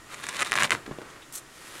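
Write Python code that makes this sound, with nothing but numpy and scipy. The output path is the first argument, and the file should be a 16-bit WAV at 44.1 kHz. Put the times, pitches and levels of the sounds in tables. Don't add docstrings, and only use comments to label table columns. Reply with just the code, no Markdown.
import sys
import numpy as np
from scipy import signal
from scipy.fft import rfft, irfft
from scipy.io import wavfile
from scipy.ndimage import uniform_filter1d

SR = 44100
rng = np.random.default_rng(int(sys.argv[2]) if len(sys.argv) > 2 else 0)


def file_out(sig):
    cols = np.atleast_2d(sig).T
    lim = np.clip(cols, -1, 1)
    pcm = np.round(lim * 32767).astype(np.int16)
    wavfile.write(sys.argv[1], SR, pcm)


N = 79380
T = np.arange(N) / SR


def amp(db):
    return 10 ** (np.asarray(db) / 20)


def unit_rms(x):
    return x / np.sqrt(np.mean(x ** 2) + 1e-20)


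def unit_energy(x):
    return x / np.sqrt(np.sum(x ** 2) + 1e-20)


def curve_at(points, hz):
    f, value = np.transpose(points)
    return np.interp(np.log(hz + 1), np.log(f + 1), value)


def add(mix, at_s, sound):
    part = mix[max(round(at_s * SR), 0):][:len(sound)]
    part += sound[:len(part)]


def convolve(x, response):
    return signal.fftconvolve(x, response)[:len(x)]


def colour(x, spectrum, size=4096):
    log_gain = np.log(amp(curve_at(spectrum, abs(np.fft.fftfreq(size, 1 / SR)))))
    response = np.fft.ifft(np.exp(np.conj(signal.hilbert(log_gain)))).real
    return convolve(x, unit_energy(response[:size // 2]))


def lowpass(x, hz):
    return signal.lfilter(*signal.butter(2, min(hz, SR / 2 - 1), fs=SR), x)


def swell(peak_s, rise_s, fall_s, db):
    return amp(db) * np.exp(-np.where(T < peak_s, ((T - peak_s) / rise_s) ** 2 / 2, (T - peak_s) / fall_s))


def thread_slips(per_s=4200, spread_db=4.5):
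    size = amp(spread_db * np.minimum(rng.exponential(1, N), 4))
    return unit_rms(size * rng.choice([-1, 1], N) * (rng.random(N) < per_s / SR))


# f/Hz, relative level/dB
ROOM_TONE = [(25,0.5),(37,-3.5),(55,-1.5),(85,-6),(120,4.5),(200,-7),(300,1),(520,-9.5),(830,-8),(1260,-10.5),(1900,-10.5),(3200,-11.5),(4300,-13),(7500,-14),(10100,-16.5),(16000,-31.5)]
# f/Hz, half-width/Hz,
# level/dB
BACKGROUND_PEAKS = [(1370,70,-71),(1897,49,-65.5),(7120,220,-68.5)]
def room_tone(level_db=-52.5):
    f = np.fft.rfftfreq(N, 1 / SR)
    spectrum = rfft(rng.standard_normal(N)) * amp(curve_at(ROOM_TONE, f))
    out = amp(level_db) * unit_rms(irfft(spectrum, N))
    for hz, width, db in BACKGROUND_PEAKS:
        peak = rfft(rng.standard_normal(N)) / (1 + ((f - hz) / width) ** 2)
        out += amp(db) * unit_rms(irfft(peak, N))
    return out


def motor_whine(hz=1864, level_db=-64):
    waver_hz = 3 * unit_rms(lowpass(rng.standard_normal(N), 20.0))
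    return np.sqrt(2) * amp(level_db) * np.sin(2 * np.pi * np.cumsum(hz + waver_hz) / SR)


# f/Hz, T60/s
REVERB_TIMES = [(150,0.84),(1500,0.15),(5000,0.14),(14000,0.15)]
def in_room(direct, tail_db=-16.5, early_db=-16, early_s=0.0037, early_hz=3350, move_s=0.3078):
    t = T[:SR // 2]
    hz, frame_s, bands = signal.stft(rng.standard_normal(len(t)) * (t > .006), SR, nperseg=256)
    decay = amp(-60 * frame_s / curve_at(REVERB_TIMES, hz)[:, None])
    tail = signal.istft(bands * decay, SR, nperseg=256)[1]
    out = direct + amp(tail_db) * convolve(direct, unit_energy(tail))
    for k in range(3):
        share = np.maximum(np.cos(2 * np.pi * (T / move_s - k / 3)), 0)
        early = rng.standard_normal(len(t)) * (t > .001) * np.exp(-t / early_s)
        out += amp(early_db) * convolve(direct * share, unit_energy(lowpass(early, early_hz)))
    return out


# t/s, level/dB
RUSTLE_LEVELS = [(0,-54),(.7,-47.5),(.78,-45),(.84,-52),(1.04,-48.5),(1.17,-49.5),(1.28,-57),(1.37,-50),(1.44,-55),(1.54,-52),(1.62,-48.5),(1.7,-45.5),(1.76,-43),(1.8,-43.5)]
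# f/Hz, relative level/dB
RUSTLE_SPECTRUM = [(60,-21),(200,-7),(370,0.5),(800,-4),(1300,2),(1650,-0.5),(2400,-2),(4800,-7.5),(7500,-9),(10500,-8.5),(13000,-17),(16000,-31)]
def cloth_rustle(muffled_hz=2000, near_s=1.505, approach_s=0.038):
    bright = colour(unit_rms(thread_slips() + rng.standard_normal(N)), RUSTLE_SPECTRUM)
    muffled = unit_rms(lowpass(bright, muffled_hz))
    near = .5 + .5 * np.tanh((T - near_s) / approach_s)
    level = amp(np.interp(T, *np.transpose(RUSTLE_LEVELS)))
    return (near * bright + (1 - near) * muffled) * level


# f/Hz, relative level/dB
SQUEAK_SPECTRUM = [(100,-30),(2700,-8),(3200,-10),(3850,0),(4300,-25),(6000,-22),(16000,-52)]
def cloth_squeak():
    envelope = swell(peak_s=1.224, rise_s=.003, fall_s=0.012, db=-46.5)
    return colour(rng.standard_normal(N) * envelope, SQUEAK_SPECTRUM)


# peak t/s, rise/s, fall/s, level before the low-pass/dB, cutoff f/Hz
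CLOTH_SWISHES = [(1.111,0.01,0.0033,-40,4000),(1.325,0.00018,0.0021,-38.5,13000),(1.343,0.0096,0.0094,-39.5,17500),(1.359,0.006,0.0057,-33,17000),(1.386,0.014,0.0084,-36.5,11900)]
# f/Hz, relative level/dB
SWISH_SPECTRUM = [(100,-31),(1000,-39),(2400,-16),(3400,-7.5),(4800,-11.5),(6300,-2.5),(8000,-0.5),(10500,-3),(13000,-7),(16000,-14)]
def cloth_swishes(roughness=0.24, flutter_hz=400):
    flutter = np.exp(roughness * unit_rms(lowpass(rng.standard_normal(N), flutter_hz)))
    sliding = unit_rms(colour(flutter * rng.standard_normal(N), SWISH_SPECTRUM))
    return sum(lowpass(sliding, top_hz) * swell(*stroke) for *stroke, top_hz in CLOTH_SWISHES)


# f/Hz, relative level/dB
PADDING_SPECTRUM = [(30,-27),(70,-7),(120,2),(210,-2.5),(330,-3),(550,-4.5),(720,-8),(1200,-33),(4000,-43)]
def padding(claws, push_db=-17):
    push = amp(push_db) * np.sqrt(abs(uniform_filter1d(claws ** 2, 900)))
    spring_back = swell(peak_s=.742, rise_s=0.012, fall_s=0.019, db=-42)
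    return colour((push + spring_back) * rng.standard_normal(N), PADDING_SPECTRUM)


# f/Hz at pitch ratio 1, relative level/dB, decay/s
FURNITURE_MODES = [(273,-6,0.017),(350,-8.5,0.005),(430,-15.5,0.0069)]
# t/s, level/dB, decay/s, cutoff f/Hz, pitch ratio, relative ring level/dB
FOOTFALLS = [(0.8629,-33,0.0048,2460,1.2,-2),(.878,-28.5,0.0037,700,1.18,7),(.892,-33.5,0.0079,500,1.02,12),(0.9113,-23,0.0035,560,.53,0),(.919,-32,0.0033,1500,1,-2),(0.9864,-16.5,0.00088,1100,1.4,-1),(1.017,-34.5,0.0071,1720,1.2,-2)]
def landing_thumps(low_hz=125, slope=2.1, rise_s=0.00075, push=0.69):
    out, t, hz = np.zeros(N), T[:4096], np.geomspace(20, 20000, 40)
    for at_s, db, decay_s, top_hz, pitch, ring_db in FOOTFALLS:
        ring = sum(amp(mode_db) * unit_energy(np.sin(2 * np.pi * f * pitch * t) * np.exp(-t / fade_s))
                   for f, mode_db, fade_s in FURNITURE_MODES)
        band_db = -10 * np.log10((1 + (low_hz / hz) ** 6) * (1 + (hz / top_hz) ** 2) ** slope)
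        envelope = (1 - np.exp(-t / rise_s)) * np.exp(-t / decay_s)
        scuff = unit_energy(envelope * rng.standard_normal(len(t)))
        blow = unit_energy(colour(scuff + push * (t == 0), np.c_[hz, band_db]))
        add(out, at_s, amp(db) * np.linalg.norm(envelope) * unit_energy(blow + amp(ring_db) * ring))
    return out


# peak t/s, rise/s, fall/s, level/dB
CLAW_STROKES = [(.144,0.032,0.0063,-43),(.2,0.042,0.027,-47.5),(0.247,0.02,0.011,-39),(.305,0.023,0.018,-38.5),(.366,0.02,0.021,-33.5),(0.397,0.0064,0.0085,-31),(0.421,0.0072,0.0027,-29),(0.467,0.011,0.032,-33),(0.54,0.0024,0.0032,-26),(0.572,0.0086,0.01,-27),(0.605,0.0099,0.0096,-23.5),(0.647,0.015,0.012,-24.5),(0.726,0.0077,0.021,-29)]
# f/Hz, relative level/dB
SLIP_SPECTRUM = [(50,-33),(130,-11),(420,-12),(570,-1),(770,-5),(1170,2.5),(1650,1.5),(2400,.5),(3100,-5),(3750,-0.5),(4800,-9.5),(7000,-10),(9700,-13),(12000,-21.5),(16000,-35)]
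def claw_rasp(sheen_db=-34, sheen_hz=(6400, 10900)):
    pressure = sum(swell(*stroke) for stroke in CLAW_STROKES)
    smeared = signal.lfilter([.6, -1.2, 1], [1, -1.2, .6], thread_slips() * pressure)
    sheen = unit_rms(signal.lfilter(*signal.butter(2, sheen_hz, "band", fs=SR), thread_slips()))
    return colour(smeared, SLIP_SPECTRUM) + amp(sheen_db) * np.sqrt(pressure) * sheen


# t/s, relative level/dB, cloth f/Hz before tuning, relative tick level/dB
THREAD_SNAPS = [(0.1447,-20,2220,2),(0.2378,-23,1880,-5),(.2414,-19,1970,0.5),(.2676,-18,2000,-4),(0.2884,-14.5,1820,-3.5),(0.292,-17.5,2320,26),(0.328,-24,2000,1),(0.368,-20.5,2650,9),(0.3993,-15.5,2190,-5),(0.4068,-12.5,1870,-1.5),(0.4138,-13.5,1780,-7),(0.4153,-17,1600,-26),(0.421,-7.5,2370,-4),(.425,-10,2200,-8),(0.4265,-14.5,1620,-18),(.429,-10.5,2180,-6),(0.4484,-20,2040,15),(0.5133,-20,2400,4),(.52,-4.5,2180,-6),(0.5298,-8.5,1900,-7.5),(0.5314,-22,1940,-9),(.538,-13,2000,-15),(0.5552,-7,1990,-9.5),(0.5618,-17,2500,-2),(0.5765,-9,2100,-27),(0.5865,-6.5,1970,-15),(0.6061,-14,1830,-10),(0.61,-9,1930,-27),(0.6113,-17,1910,-32),(0.6233,-4.5,2000,-10),(0.6338,-6,2000,1.5),(0.6451,-8,2340,-28),(0.6507,-18,1600,-4),(0.675,-23.5,2430,-18),(0.6955,-19,2130,-11),(0.7069,-4,2180,-6.5),(0.7188,-6.5,2350,-9.5),(0.7207,-6,2000,-14.5),(0.7259,-7.5,1710,-14),(0.7402,-24,1380,3),(0.7501,-12.5,1640,-16)]
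# f/Hz, relative level/dB
TICK_SPECTRUM = [(100,-14),(1500,-1),(3700,3),(4900,-2),(7500,1),(9700,-2.5),(12000,-18.5),(16000,-28)]
def claw_snaps(tuning=0.93, slide_s=0.00018, decay_s=0.00021, fray_s=0.00079, tick_db=2, trim_db=-0.57):
    out, t = np.zeros(N), T[:1024]
    envelope = (1 - np.exp(-t / slide_s)) * np.exp(-t / decay_s)
    low_cut = signal.butter(2, 930, "high", fs=SR)
    for at_s, db, hz, treble_db in THREAD_SNAPS:
        pluck = unit_energy(signal.lfilter(*low_cut, envelope * np.sin(2 * np.pi * hz * tuning * t)))
        slide_noise, fray_noise = rng.standard_normal((2, len(t)))
        scrape = unit_energy(slide_noise * t * np.exp(-t / slide_s))
        crackle = unit_energy(fray_noise ** 3 * np.exp(-t / fray_s))
        tick = unit_energy(colour((t == 0) + amp(-1) * (scrape + crackle), TICK_SPECTRUM))
        snap = unit_energy(pluck + amp(treble_db + tick_db) * tick)
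        add(out, at_s, np.sqrt(8) * amp(db + trim_db) * snap)
    return out


def scene():
    claws = claw_snaps() + claw_rasp()
    glider = in_room(claws + padding(claws) + landing_thumps())
    cloth = cloth_swishes() + cloth_squeak() + cloth_rustle()
    return (glider + cloth + room_tone() + motor_whine())[None]


def record(dry):
    band_limit = signal.firwin(511, 15900, window=("kaiser", 9), fs=SR)
    return signal.oaconvolve(dry, band_limit[None], "same")


dry = scene()
out = record(dry)
file_out(out)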